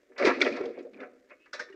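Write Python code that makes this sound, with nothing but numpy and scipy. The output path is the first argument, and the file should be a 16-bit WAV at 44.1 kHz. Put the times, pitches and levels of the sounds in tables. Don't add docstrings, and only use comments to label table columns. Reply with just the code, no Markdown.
import sys
import numpy as np
from scipy import signal
from scipy.fft import rfft, irfft
from scipy.io import wavfile

SR = 44100
rng = np.random.default_rng(int(sys.argv[2]) if len(sys.argv) > 2 else 0)


def store_wav(level_fs):
    pcm = np.round(np.clip(np.atleast_2d(level_fs), -1, 1) * 32767)
    wavfile.write(sys.argv[1], SR, pcm.T.astype(np.int16))


def volts_from_decibels(level):
    exponent = np.asarray(level, float) / 20
    return 10 ** exponent


N = 77175

# frequency in Hz, level in dB per Hz.
AIR_SPECTRUM = [(18, -58), (30, -15), (145, -30), (295, -0.5), (586, -7.5), (789, -26), (1840, -14),
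                (3040, -26.5), (7080, -29.5), (9200, -39.5), (15600, -120)]
# peak in seconds, level in dB, rise in seconds, fall in seconds, centre in Hz.
FALL_THUDS = [(.115, -56.5, 0.029, 0.0074, 396), (.198, -29, 0.014, 0.0086, 560),
              (.222, -25.5, 0.013, 0.019, 600), (.256, -23.5, 0.003, 0.024, 680),
              (.272, -28.5, 0.0045, 0.0056, 323), (.298, -29, 0.028, 0.0046, 420),
              (.350, -38, 0.02, 0.14, 330), (.411, -30.5, 0.0027, 0.0084, 300.7),
              (.460, -27.5, 0.041, 0.02, 524), (.526, -35, 0.033, 0.012, 282),
              (.572, -35, 0.014, 0.013, 440), (.610, -36.5, 0.0081, 0.011, 417),
              (.640, -40.5, 0.0046, 0.0093, 426), (.695, -44.5, 0.041, 0.0066, 420)]
# peak in seconds, level in dB, rise in seconds, fall in seconds, centre in Hz.
SETTLING_THUDS = [(0.772, -39.5, 0.015, 0.032, 377), (0.848, -39.5, 0.0021, .008, 467),
                  (0.872, -48, 0.01, 0.0051, 475), (0.943, -51.5, 0.034, 0.093, 247),
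                  (1.008, -43.5, 0.018, 0.028, 480), (1.041, -53, 0.012, 0.017, 481.5),
                  (1.123, -60, 0.016, 0.025, 439), (1.220, -65, .015, .04, 402),
                  (1.311, -52.5, 0.011, 0.015, 529), (1.533, -46, 0.0012, 0.029, 580),
                  (1.602, -44, 0.0086, 0.008, 580), (1.698, -57, 0.039, 0.0077, 376)]
# peak in seconds, level in dB, rise in seconds, fall in seconds, centre in Hz.
SHEET_CLATTER = [(.118, -59, .001, 0.011, 1640), (.165, -46, 0.0023, 0.0099, 2000),
                 (.200, -27.5, 0.0099, 0.0054, 1590), (.226, -27.5, 0.014, 0.02, 1640),
                 (.255, -29.5, .003, .01, 2200), (.272, -22, 0.01, 0.017, 1920),
                 (.303, -26, 0.072, 0.016, 1390), (.345, -34.5, 0.0089, 0.019, 2110),
                 (.408, -23, 0.0031, 0.0012, 2210), (.424, -28.5, 0.0036, 0.0056, 1750),
                 (.466, -22, 0.011, 0.0083, 1918), (.526, -41.5, 0.0014, 0.066, 2240),
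                 (.580, -36.5, 0.023, 0.0087, 1235), (.612, -46, 0.0084, 0.037, 1533),
                 (.795, -52.5, 0.08, 0.02, 2200), (.934, -54, 0.0011, 0.014, 2410),
                 (1.002, -43.5, 0.0011, 0.0037, 2260), (1.035, -44, 0.042, 0.013, 1600),
                 (1.297, -61.5, 0.001, 0.0054, 2210), (1.312, -45.5, 0.0093, 0.014, 1814),
                 (1.460, -52.5, 0.0024, 0.012, 1636), (1.533, -34, 0.0016, 0.021, 1620),
                 (1.598, -36, 0.0079, 0.015, 1680), (1.688, -55, 0.001, 0.012, 1710),
                 (1.730, -68, 0.0043, 0.057, 1730)]
# peak in seconds, level in dB, rise in seconds, fall in seconds, centre in Hz.
CHIP_CRACKS = [(.181, -40, 0.0014, 0.027, 4170), (.252, -32, 0.0012, 0.032, 3890),
               (.272, -32, 0.02, 0.011, 4470), (.350, -53, 0.024, 0.037, 3900),
               (.408, -35, .002, 0.0022, 6550), (.4145, -35.5, 0.00091, 0.0024, 4280),
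               (.4185, -24, 0.00092, 0.0045, 3990), (.442, -41.5, 0.024, 0.059, 4420),
               (.526, -57, .003, 0.045, 3680), (.567, -48.5, .003, 0.011, 3900),
               (.656, -41, 0.0004, 0.0031, 3170), (.690, -66.5, 0.03, 0.034, 4450),
               (.789, -56.5, 0.001, 0.014, 3520), (.934, -64.5, 0.0011, 0.011, 3670),
               (.968, -65.5, .001, 0.0041, 5300), (.828, -62, 0.0015, 0.011, 6960),
               (1.002, -61, 0.0006, 0.019, 4100), (1.297, -64.5, .001, 0.011, 3800),
               (1.329, -74.5, .001, 0.0052, 5500), (1.458, -69.5, 0.0013, 0.01, 4530),
               (1.533, -39, 0.0014, 0.024, 5000), (1.596, -40.5, 0.0015, 0.021, 5100),
               (1.700, -64, .002, 0.0056, 5000), (1.728, -69, 0.002, 0.008, 5400)]
# frequency in Hz, level in dB, T60 in seconds.
BOARD_MODES = [(254.9, -2, 0.15), (272.2, -2, 0.16), (330, 2, 0.045), (356.6, 1, 0.13), (420, -5, 0.059),
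               (468.8, -3.5, 0.13), (504.3, 3, 0.077), (531.5, -5, 0.13), (592.8, 3, 0.061),
               (625.8, -2.5, 0.1), (720.6, -2, 0.063), (749, -6.5, 0.13)]
# frequency in Hz, level in dB, T60 in seconds.
SLAB_MODES = [(3480, -3.5, 0.065), (3560, -7.5, 0.18), (3795, -11.5, 0.12), (3920, -6.5, 0.096),
              (4490, -4, 0.07), (4926, -10.5, 0.066), (5470, -17.5, 0.22), (5380, -3.5, 0.055),
              (6900, -9.5, 0.072)]
# start in seconds, peak in dB, frequency in Hz, T60 in seconds.
HARD_KNOCKS = [(0.2454, -4.5, 407.4, 0.022), (.4135, -9, 2268, 0.02), (.4165, -13, 3504, 0.015),
               (.601, -24.5, 387, 0.035), (.608, -16, 390, 0.027), (1.030, -53.5, 732, 0.19),
               (.524, -33, 2440, 0.027), (.657, -27, 465, 0.059), (0.85, -38.5, 477, 0.029),
               (1.530, -38, 1487, 0.048), (1.592, -35, 1510, 0.036), (1.5975, -28.5, 1622, 0.037),
               (1.596, -43, 900, 0.033), (1.698, -48, 390, 0.14), (1.739, -47, 373, 0.069)]
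# start in seconds, peak in dB,
# frequency in Hz, T60 in seconds.
LOW_KNOCKS = [(.220, -20, 497, 0.043), (.229, -21, 480, .022), (.260, -16, 460, 0.028),
              (.268, -17, 338, 0.061), (.280, -17.5, 408, 0.041), (.289, -16.5, 513, 0.029),
              (.410, -22.5, 410, 0.025), (.456, -24, 533, 0.037), (.466, -22.5, 412, .04),
              (.475, -30.5, 530, 0.022), (.494, -26.5, 446, 0.024), (0.635, -27.5, 389, 0.047),
              (.647, -25.5, 489, 0.024), (.678, -30, 380, 0.034), (.687, -30.5, 473, 0.027),
              (.696, -35.5, 370, 0.027), (0.706, -35, 403, 0.033), (.774, -36.5, 530, 0.033),
              (.792, -35, 484, 0.035), (.804, -36, 361, 0.036), (.866, -41, 550, 0.028),
              (1.011, -36.5, 485, .04), (1.04, -45, 560, 0.022), (1.067, -42.5, 498, 0.022)]
# start in seconds, peak in dB, frequency in
# Hz, T60 in seconds.
BRIGHT_KNOCKS = [(.224, -22.5, 2270, 0.022), (.251, -21.5, 2330, 0.019), (.268, -21, 2050, .03),
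                 (.300, -25.5, 2310, 0.034), (.308, -21.5, 1325, 0.025), (.4165, -21, 4040, 0.0087),
                 (.420, -20, 4720, 0.012), (.419, -13.5, 2019, 0.016), (.424, -22.5, 1451, .03),
                 (.427, -21.5, 2370, 0.016), (.448, -26.5, 3200, .015), (.448, -28.5, 1975, 0.019),
                 (.463, -23, 2421, 0.021), (.9425, -48.5, 2470, 0.023), (.973, -52, 2350, 0.023),
                 (1.003, -42, 2043, 0.022), (1.004, -52, 3570, 0.024), (1.030, -45, 1516, 0.064),
                 (1.531, -40, 4990, 0.022), (1.533, -39, 1211, 0.024), (1.597, -44, 1811, 0.2),
                 (1.615, -46, 1866, .08), (1.686, -49.5, 1790, 0.045), (1.725, -52.5, 1860, 0.063),
                 (1.725, -58, 2850, 0.049)]

AIR_DB = -68.5
PORCH_T60_S, PORCH_DB, PORCH_TOP_HZ = 0.54, -20, 3000
MIC_LOW_HZ, MIC_TOP_HZ, HISS_DB = 206.5, 5795, -88
BASS_LEAK_DB, TREBLE_LEAK_DB, AIRY_LEAK_DB = -23.5, -19, -26.5
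GROUND_DIP_HZ, GROUND_DIP_WIDTH_HZ, GROUND_DIP = 3130, 350, 0.23
SQUEAK_S, SQUEAK_LENGTH_S, SQUEAK_DB = 1.398, 0.071, -64
SQUEAK_HZ, SQUEAK_RISE_HZ, SQUEAK_FLUTTER = 2550, 71, 0.45
GATHER_MAX_S = 0.08
KNOCK_RISE_S = 0.0025
CRACKS_PER_S, CRACK_SCATTER_DB, CRACK_WIDTH, CRACK_DB = 5000, 4.5, 0.38, -1.5
SLAB_FROM_S, SLAB_RING_DB = 1.5, -12
CLATTER_PER_S, CLATTER_SCATTER_DB, CLATTER_WIDTH, CLATTER_DB = 2800, 4.5, 0.57, -0.5
SHEET_LOW_HZ, SHEET_TOP_HZ, SHEET_T60_S = 944.5, 2852, 0.079
SHEET_MODES, SHEET_RING_DB = 36, -2
THUDS_PER_S, THUD_SCATTER_DB, THUD_WIDTH, THUD_DB = 1200, 3.5, 0.42, 1.5
THUMP_DB, BOARD_TOP_HZ = -8, 810


def unit(x):
    return x / np.sqrt(np.mean(x ** 2))


def lowpass(x, order, hz):
    return signal.sosfilt(signal.butter(order, hz, fs=SR, output="sos"), x)


def band(x, hz, width_hz, order=1):
    half = np.sqrt(1 + (width_hz / hz / 2) ** 2) + width_hz / hz / 2
    edges = [hz / half, min(hz * half, SR / 2.2)]
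    return signal.sosfilt(signal.butter(order, edges, "bandpass", fs=SR, output="sos"), x)


def air():
    hz = np.maximum(np.arange(N // 2 + 1) * SR / N, 1)
    table_hz, table_db = np.transpose(AIR_SPECTRUM)
    db = np.interp(np.log(hz), np.log(table_hz), table_db)
    hush = unit(irfft(rfft(rng.standard_normal(N)) * volts_from_decibels(db), N))
    flicker = unit(band(rng.standard_normal(N), 29, 60))
    return volts_from_decibels(AIR_DB + 2.3 * flicker) * hush


def porch(x):
    t = np.arange(int(SR * 0.6)) / SR
    onset = np.clip(t / 0.0035, 0, 1)
    tail = rng.standard_normal(len(t)) * 1000. ** (-t / PORCH_T60_S) * onset
    tail = lowpass(tail, 1, PORCH_TOP_HZ)
    return volts_from_decibels(PORCH_DB) * signal.fftconvolve(x, tail / np.sqrt(np.sum(tail ** 2)))[:N]


def microphone(x):
    thin = signal.sosfilt(signal.butter(7, MIC_LOW_HZ, "highpass", fs=SR, output="sos"), x)
    thin = thin + volts_from_decibels(BASS_LEAK_DB) * band(x, 91, 110, order=2) * 4
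    dull = lowpass(thin, 6, MIC_TOP_HZ)
    treble = volts_from_decibels(TREBLE_LEAK_DB) * band(x, 7600, 2800, order=2)
    airy = volts_from_decibels(AIRY_LEAK_DB) * band(x, 12800, 4000, order=3)
    hiss = volts_from_decibels(HISS_DB) * band(rng.standard_normal(N), 11000, 9000)
    return dull + treble + airy + hiss


def squeak():
    t = np.arange(N) / SR - SQUEAK_S
    progress = np.clip(t / SQUEAK_LENGTH_S, 0, 1)
    wobble = unit(band(rng.standard_normal(N), 150, 200))
    hz = SQUEAK_HZ + SQUEAK_RISE_HZ * progress + 50 * wobble
    phase = 2 * np.pi * np.cumsum(hz) / SR
    envelope = np.sin(np.pi * progress) ** 0.14 * (1 + SQUEAK_FLUTTER * wobble)
    return volts_from_decibels(SQUEAK_DB) * envelope * np.sin(phase)


def knocks():
    out = np.zeros(N + SR)
    t = np.arange(SR // 4) / SR
    for at_s, db, hz, t60 in HARD_KNOCKS + LOW_KNOCKS + BRIGHT_KNOCKS:
        rattle = 1 + 0.25 * unit(band(rng.standard_normal(len(t)), hz / 6, hz / 4))
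        rise = np.sin(np.pi / 2 * np.minimum(t / (KNOCK_RISE_S + 1 / hz), 1)) ** 2
        tone = 1000. ** (-t / t60) * np.sin(2 * np.pi * hz * t)
        start = int(at_s * SR)
        out[start:start + len(t)] += volts_from_decibels(db) * rise * rattle * tone * 2
    return out[:N]


def blows(per_s, scatter_db):
    hit = rng.random(N) < per_s / SR
    size = volts_from_decibels(scatter_db * np.minimum(rng.exponential(size=N), 2))
    return unit(hit * np.sign(rng.standard_normal(N)) * size)


def swell(at_s, db, rise_s, fall_s):
    t = np.arange(N) / SR - at_s
    gather = t / max(rise_s, 1e-4) - (t / GATHER_MAX_S) ** 4
    return volts_from_decibels(db) * np.exp(np.where(t < 0, gather, -t / max(fall_s, 1e-4)))


def showers(table, grains, width):
    total = np.zeros(N)
    for at_s, db, rise_s, fall_s, hz in table:
        shower = grains * swell(at_s, db, rise_s, fall_s)
        total += band(shower, hz, width * hz) * np.sqrt(SR / 3 / width / hz)
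    return total


def ring(x, modes):
    t = np.arange(int(SR / 4)) / SR
    body = np.zeros(len(t))
    for k, (hz, db, t60) in enumerate(modes):
        body += (-1) ** k * volts_from_decibels(db) * np.sin(2 * np.pi * hz * t) * 1000. ** (-t / t60)
    return signal.fftconvolve(x, body / np.sqrt(np.sum(body ** 2)))[:N]


def chips():
    dry = showers(CHIP_CRACKS, blows(CRACKS_PER_S, CRACK_SCATTER_DB), CRACK_WIDTH)
    late = dry * (np.arange(N) > SLAB_FROM_S * SR)
    cracks = dry + volts_from_decibels(SLAB_RING_DB) * ring(late, SLAB_MODES)
    return volts_from_decibels(CRACK_DB) * band(cracks, 4000, 7700, order=2)


def sheets():
    dry = showers(SHEET_CLATTER, blows(CLATTER_PER_S, CLATTER_SCATTER_DB), CLATTER_WIDTH)
    dry = band(dry, 1373, 1750, order=4)
    modes = []
    for k in range(SHEET_MODES):
        place = (k + rng.random()) / SHEET_MODES
        hz = SHEET_LOW_HZ + (SHEET_TOP_HZ - SHEET_LOW_HZ) * place
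        modes.append((hz, -6 * rng.random(), SHEET_T60_S))
    ringing = volts_from_decibels(SHEET_RING_DB) * ring(dry, modes) / 3
    return volts_from_decibels(CLATTER_DB) * (dry + ringing) / np.sqrt(2)


def boards():
    grains = blows(THUDS_PER_S, THUD_SCATTER_DB)
    push = showers(FALL_THUDS + SETTLING_THUDS, grains, THUD_WIDTH)
    wood = ring(push, BOARD_MODES) / 6 + volts_from_decibels(THUMP_DB) * push
    return volts_from_decibels(THUD_DB) * lowpass(wood, 4, BOARD_TOP_HZ)


def scene():
    roof = boards() + sheets() + chips() + knocks() + squeak()
    roof = roof - GROUND_DIP * band(roof, GROUND_DIP_HZ, GROUND_DIP_WIDTH_HZ)
    return (microphone(roof + porch(roof)) + air())[None]


def top_cut(x):
    return signal.sosfilt(signal.butter(12, 15500, fs=SR, output="sos"), x)


def record(dry):
    return top_cut(dry)


dry = scene()
out = record(dry)
store_wav(out)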